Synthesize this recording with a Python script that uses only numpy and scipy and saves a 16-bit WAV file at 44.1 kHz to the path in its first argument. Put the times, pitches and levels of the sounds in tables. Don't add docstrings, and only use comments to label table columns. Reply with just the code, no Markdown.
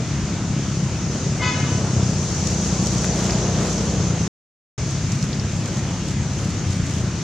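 import sys
import numpy as np
from scipy import signal
from scipy.fft import rfft, irfft, next_fast_len
from scipy.io import wavfile
from scipy.ndimage import uniform_filter1d, map_coordinates

SR = 44100
rng = np.random.default_rng(int(sys.argv[2]) if len(sys.argv) > 2 else 0)


def transcribe(signal):
    frames = np.atleast_2d(signal).T
    limited = np.clip(frames, -1, 1)
    pcm = np.round(limited * 32767).astype(np.int16)
    wavfile.write(sys.argv[1], SR, pcm)


N = 318831

# (time [s], firing rate [Hz])
REVS = [(0, 36.5), (.92, 33), (1.2, 36), (1.42, 36.2), (1.78, 33), (2.12, 30.6), (2.19, 29.7), (3.5, 30.7),
        (3.98, 31), (4.27, 26.6), (4.78, 34.2), (6.5, 34.8), (6.78, 29.3), (7.2, 28.3)]
# (multiple of the firing rate, level [dB])
DRONE_PARTIALS = [(2, -32), (4, -35.5), (5, -34.5), (6, -31), (7, -34.5)]
# (frequency [Hz], relative level [dB])
SILENCER_EQ = [(25, -45), (50, -22), (70, -9), (100, 0), (135, 3), (195, -4), (240, -16), (320, -11.5),
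               (500, -27), (900, -35.5), (2500, -69.5), (9000, -120)]
BOOM_EQ = [(25, -12), (55, -6.5), (84, 2), (115, -8), (160, -28.5), (600, -61.5)]
BARK_EQ = [(150, -30.5), (260, -6.5), (320, 0.5), (400, -0.5), (470, -1), (680, -5.5), (900, -11.5),
           (1600, -21.5), (4000, -21.5), (12000, -90)]
RUMBLE_EQ = [(15, -55), (27, -33), (48, -10.5), (85, -1), (135, 0), (205, -3), (235, -9), (370, -16.5),
             (550, -38.5), (1500, -67.5), (6000, -110)]
TYRE_EQ = [(120, -30.5), (250, -1), (380, -0.5), (650, -3), (850, -7), (1350, -10), (1900, -17),
           (3000, -17), (5000, -20.5), (9000, -51.5), (15000, -71.5)]
HISS_EQ = [(2500, -31.5), (4000, -11), (5200, -3.5), (6400, 3), (7200, -3.5), (8300, -15.5), (10000, -27),
           (12500, -38), (15700, -51)]
AIR_EQ = [(500, -22.5), (900, -2), (1400, 1.5), (2000, 1), (2700, -0.5), (3900, -4), (5500, -4), (7000, -4),
          (8500, -15), (10500, -27.5), (15700, -44)]
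LEAF_EQ = [(800, -21.5), (2500, -8), (4200, -5), (6400, 3), (7500, 0), (9000, -11.5), (12000, -22.5),
           (15700, -35)]
SNAP_EQ = [(6500, -0.5), (8500, -7), (12000, -11), (15700, -15.5)]
# (closest at [s], passing time [s], tyre level [dB])
PASS_BYS = [(1.58, 0.38, -33.5), (3.15, 0.96, -33), (5.85, .14, -37.5)]
# (frequency [Hz], left-right likeness [0-1])
STEREO_LIKENESS = [(100, 0.98), (300, 0.99), (700, 0.95), (1400, 0.84), (2800, 0.77), (4500, 0.63),
                   (6500, 0.2), (10000, 0)]
# (frequency [Hz], left minus right [dB])
ROAD_PAN = [(40, 2.5), (180, 1.05), (700, 0.5), (1400, 0.7), (2900, 1.5), (5600, 1.9), (10000, -0.5)]
# (pitch [Hz], relative level of each harmonic from the first [dB])
HORN_NOTES = [(499.7, [-24.5, 1, -1.5, -2, -4.5, -4.5, -7, -20.5, -11.5, -11, -15, -12, -5.5, -10.5]),
              (424.1, [-22.5, -8.5, -4, -6, 4, -3.5, -3, -12, -12.5, -12, -10, -11.5])]
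# (frequency [Hz], time to fall 60 dB [s])
TREE_DECAY = [(300, 0.98), (1000, 1.57), (1700, 1.2), (2100, 0.75), (2600, 1.4), (5000, 1.1), (10000, .25)]
# (time [s], level [dB], half-width [s])
FOOTFALLS = [(2.36, -40.5, 0.056), (2.5, -37, .04), (2.659, -37, .03), (2.85, -34, .03),
             (2.945, -36.5, 0.019), (3.039, -37.5, .03), (3.183, -37, .025), (3.664, -34.5, .06),
             (4.9, -42, 0.024), (5.144, -42, .03), (5.236, -41.5, .015), (5.678, -43.5, 0.02),
             (5.78, -44.5, 0.055), (6.1, -36.5, .025), (6.723, -39, .05), (6.93, -42, .05)]
# (time [s], peak before EQ [dB], pitch [Hz], width [Hz])
LEAF_SNAPS = [(2.471, -12, 6102, 3600), (2.87, -12.5, 6260, 3200), (2.981, -13, 6320, 2400),
              (3.044, -19, 1790, 2000), (3.051, -15, 6330, 2600), (3.296, -19.5, 2200, 1800),
              (3.306, -16, 5001, 1698), (3.782, -18.5, 5850, 1796), (5.118, -20.5, 6300, 2000),
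              (5.226, -16.5, 5480, 2200), (5.330, -23, 4600, 1402), (5.397, -21, 4960, 2000)]
# (start [s], end [s])
SILENCE = (4.28, 4.778)

EXHAUST_DB, APPROACH_DB, LOAD_DB = -31, 7, 2
BOOM_DB, LUG_HZ, LUG_WIDTH_HZ = -28.5, 31, 1.2
STEADY_BOOM_DB = -37.5
RUMBLE_DB, TYRES_DB, HISS_DB = -25, -37.5, -41
TOP_HZ = 15760


def amp(db):
    return 10 ** (np.asarray(db) / 20)


def unit(x):
    return x / np.sqrt(np.mean(x ** 2) + 1e-20)


def along(points, hz):
    freqs, values = np.transpose(points)
    return np.interp(np.log(hz + 1), np.log(freqs + 1), values)


def wobble(rate):
    return map_coordinates(rng.standard_normal(int(N * rate / SR) + 4), [np.arange(N) * rate / SR])


def filtered(x, response):
    size = next_fast_len(N + SR // 2)
    return irfft(rfft(x, size) * response(np.fft.rfftfreq(size, 1 / SR)), size)[..., :N]


def rung(x, spectrum, size=16384):
    cepstrum = irfft(np.log(amp(along(spectrum, np.fft.rfftfreq(size, 1 / SR)))))
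    cepstrum[1:size // 2] *= 2
    cepstrum[size // 2 + 1:] = 0
    return signal.fftconvolve(x, irfft(np.exp(rfft(cepstrum))))[:N]


def spread(pair, spectrum):
    def mid_side_eq(hz):
        angle = np.arccos(np.clip(along(STEREO_LIKENESS, hz), -1, 1)) / 2
        return amp(along(spectrum, hz)) * [np.cos(angle), np.sin(angle)]
    mid, side = filtered(pair, mid_side_eq)
    return unit(np.array([mid + side, mid - side]))


def rush(spectrum, patchy_db):
    bands = signal.stft(rng.standard_normal((2, N)), nperseg=512)[2]
    patches = uniform_filter1d(rng.standard_normal(bands.shape[1:]), size=6, axis=0)
    patches = unit(uniform_filter1d(patches, size=14, axis=1))
    return spread(signal.istft(bands * amp(patchy_db * patches))[1][:, :N], spectrum)


def nearness(closest_s, passing_s):
    return 1 / (1 + ((np.arange(N) / SR - closest_s) / passing_s) ** 2)


def tree_reverb(x, length_s=1.2):
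    hz, t, bands = signal.stft(rng.standard_normal((2, int(length_s * SR))), SR, nperseg=256)
    tail = signal.istft(bands * amp(-60 * t / along(TREE_DECAY, hz)[:, None]))[1]
    return signal.fftconvolve(x[None], tail, axes=1)[:, :N]


def engine_load(rate, full_sag_hz_per_s=3.6):
    sag = -np.gradient(rate) * SR
    return uniform_filter1d(np.clip(sag / full_sag_hz_per_s, -1, 1), size=SR // 10)


def silencer_boom(thumps, rate, load):
    lugging = np.maximum(load, 0) / (1 + np.exp((rate - LUG_HZ) / LUG_WIDTH_HZ))
    steady = np.arange(N) / SR > SILENCE[0]
    gain = np.hypot(amp(BOOM_DB) * lugging, amp(STEADY_BOOM_DB) * steady)
    return gain * unit(filtered(thumps, lambda hz: amp(along(BOOM_EQ, hz))))


def motorbike(scatter_db=2.0, jitter_s=.00015, puff_db=-18, puff_depth=1.1, bark_db=-30, roar_db=-33.5):
    rate = np.interp(np.arange(N) / SR, *np.transpose(REVS))
    load = engine_load(rate)
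    cycles = np.cumsum(rate) / SR
    firings = np.flatnonzero(np.diff(np.floor(cycles)))
    timing, strength = rng.standard_normal((len(firings), 2)).T
    onsets = np.clip(firings + jitter_s * SR * timing, 0, N - 1).astype(int)
    pulses = np.bincount(onsets, amp(scatter_db * strength), N)
    puffs = unit(rush(TYRE_EQ, patchy_db=0.5) * np.exp(puff_depth * np.sin(2 * np.pi * cycles)))
    thumps = -unit(rung(pulses, SILENCER_EQ))
    effort = amp(EXHAUST_DB + APPROACH_DB * nearness(closest_s=2.55, passing_s=1.43) + LOAD_DB * load)
    exhaust = effort * (thumps + amp(puff_db) * puffs)
    drone = sum(amp(db + 1.5 * wobble(5)) * np.sin(2 * np.pi * (k * cycles + rng.random()))
                for k, db in DRONE_PARTIALS)
    drone *= np.sqrt(2) * nearness(closest_s=3.23, passing_s=0.99)
    buzz = amp(bark_db) * spread(tree_reverb(pulses), BARK_EQ)
    roar = amp(roar_db) * rush(BARK_EQ, patchy_db=2)
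    bark = (buzz + roar) * nearness(closest_s=3.5, passing_s=0.56)
    return exhaust + silencer_boom(thumps, rate, load) + drone + bark


def traffic(air_db=-38.0, swell_db=-33.0):
    rumble = amp(RUMBLE_DB) * unit(rush(RUMBLE_EQ, patchy_db=0.4) * amp(0.91 * wobble(45)))
    pass_power = sum((amp(db) * nearness(at_s, passing_s)) ** 2 for at_s, passing_s, db in PASS_BYS)
    rolling = np.sqrt(amp(TYRES_DB) ** 2 + pass_power)
    tyres = rolling * amp(0.64 * wobble(12)) * rush(TYRE_EQ, patchy_db=1.5)
    swell = amp(HISS_DB) + amp(swell_db) * nearness(closest_s=2.83, passing_s=1.2)
    hiss = swell * amp(0.63 * wobble(14)) * rush(HISS_EQ, patchy_db=1.3)
    return rumble + tyres + hiss + amp(air_db) * rush(AIR_EQ, patchy_db=1.5)


def horn(start_s=1.41, stop_s=1.498, attack_s=.018, release_s=.01, plate_hz=2120, lead_s=.018, rasp=.008):
    span = slice(round((start_s - .05) * SR), round((stop_s + .15) * SR))
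    t, toot = np.arange(N)[span] / SR, np.zeros(N)
    release = np.exp(-np.maximum(t - stop_s, 0) / release_s)
    for pitch_hz, levels in HORN_NOTES:
        harmonic = np.arange(len(levels))[:, None] + 1
        wavering_hz = pitch_hz * (1 + 0.00301 * wobble(70.27) + rasp * wobble(600))
        phase = 2 * np.pi * np.cumsum(wavering_hz)[span] / SR
        onset = start_s - lead_s * np.exp(-((harmonic * pitch_hz - plate_hz) / 90) ** 2)
        attack = np.clip((t - onset) / attack_s, 0, 1)
        toot[span] += amp(levels) @ (attack * release * np.sin(harmonic * phase))
    return toot


def among_trees(toot, dry_db=-33, wet_db=-34, width=.45, slap_s=.15, slap_db=-11.5, pan_db=2):
    mid, side = unit(tree_reverb(toot)) * toot.std()
    tail = np.array([mid + width * side, mid - width * side])
    slap = amp(slap_db) * np.roll(toot, round(slap_s * SR))
    pan = np.sqrt(2) * amp([[pan_db / 2], [-pan_db / 2]])
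    return pan * (amp(dry_db) * (toot + slap) + amp(wet_db) * tail)


def monkey_rustle(stir_db=-49.5, stir_from_s=2.1, fidget_db=6.0, crackle_db=3.5):
    t = np.arange(N) / SR
    stir = amp(stir_db + fidget_db * wobble(7)) * np.clip(t - stir_from_s, 0, 1)
    steps = sum(amp(db) * np.exp(-.5 * ((t - at_s) / width_s) ** 2) for at_s, db, width_s in FOOTFALLS)
    cracks = rng.standard_normal((2, N)) * (rng.random((2, N)) < .3)
    return (stir + steps) * spread(cracks * amp(crackle_db * wobble(250)), LEAF_EQ)


def leaf_snaps(t60_s=0.023, pan_db=0.5):
    out, t = np.zeros((2, N + SR)), np.arange(SR // 20) / SR
    hz = np.fft.rfftfreq(len(t), 1 / SR)
    pan = amp([[pan_db / 2], [-pan_db / 2]])
    for at_s, db, pitch_hz, width_hz in LEAF_SNAPS:
        noise = rng.standard_normal((3, len(t))) * amp(-60 * t / t60_s)
        burst = noise[:2] + noise[2]
        resonance = 1j * hz * width_hz / (pitch_hz ** 2 - hz ** 2 + 1j * hz * width_hz)
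        crack = irfft(rfft(burst) * resonance ** 2, len(t))
        start = round(at_s * SR)
        out[:, start:start + len(t)] += amp(db) * pan * crack / np.abs(crack.mean(0)).max()
    return filtered(out[:, :N], lambda hz: amp(along(SNAP_EQ, hz)))


def insect(at_s=3.25, swell_s=.06, pitch_hz=11850, width_hz=280, level_db=-61.0):
    noise = rng.standard_normal((2, N))
    buzz = unit(filtered(noise, lambda hz: np.exp(-((hz - pitch_hz) / width_hz) ** 2)))
    return amp(level_db) * buzz * np.exp(-.5 * ((np.arange(N) / SR - at_s) / swell_s) ** 2)


def scene():
    road = motorbike() + traffic() + among_trees(horn())
    road = filtered(road, lambda hz: amp(np.outer([.5, -.5], along(ROAD_PAN, hz))))
    return road + monkey_rustle() + leaf_snaps() + insect()


def record(dry, fade_s=.003):
    t = np.arange(N) / SR
    gate = np.clip(np.maximum(SILENCE[0] - t, t - SILENCE[1]) / fade_s, 0, 1)
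    return filtered(dry * gate, lambda hz: hz < TOP_HZ)


dry = scene()
out = record(dry)
transcribe(out)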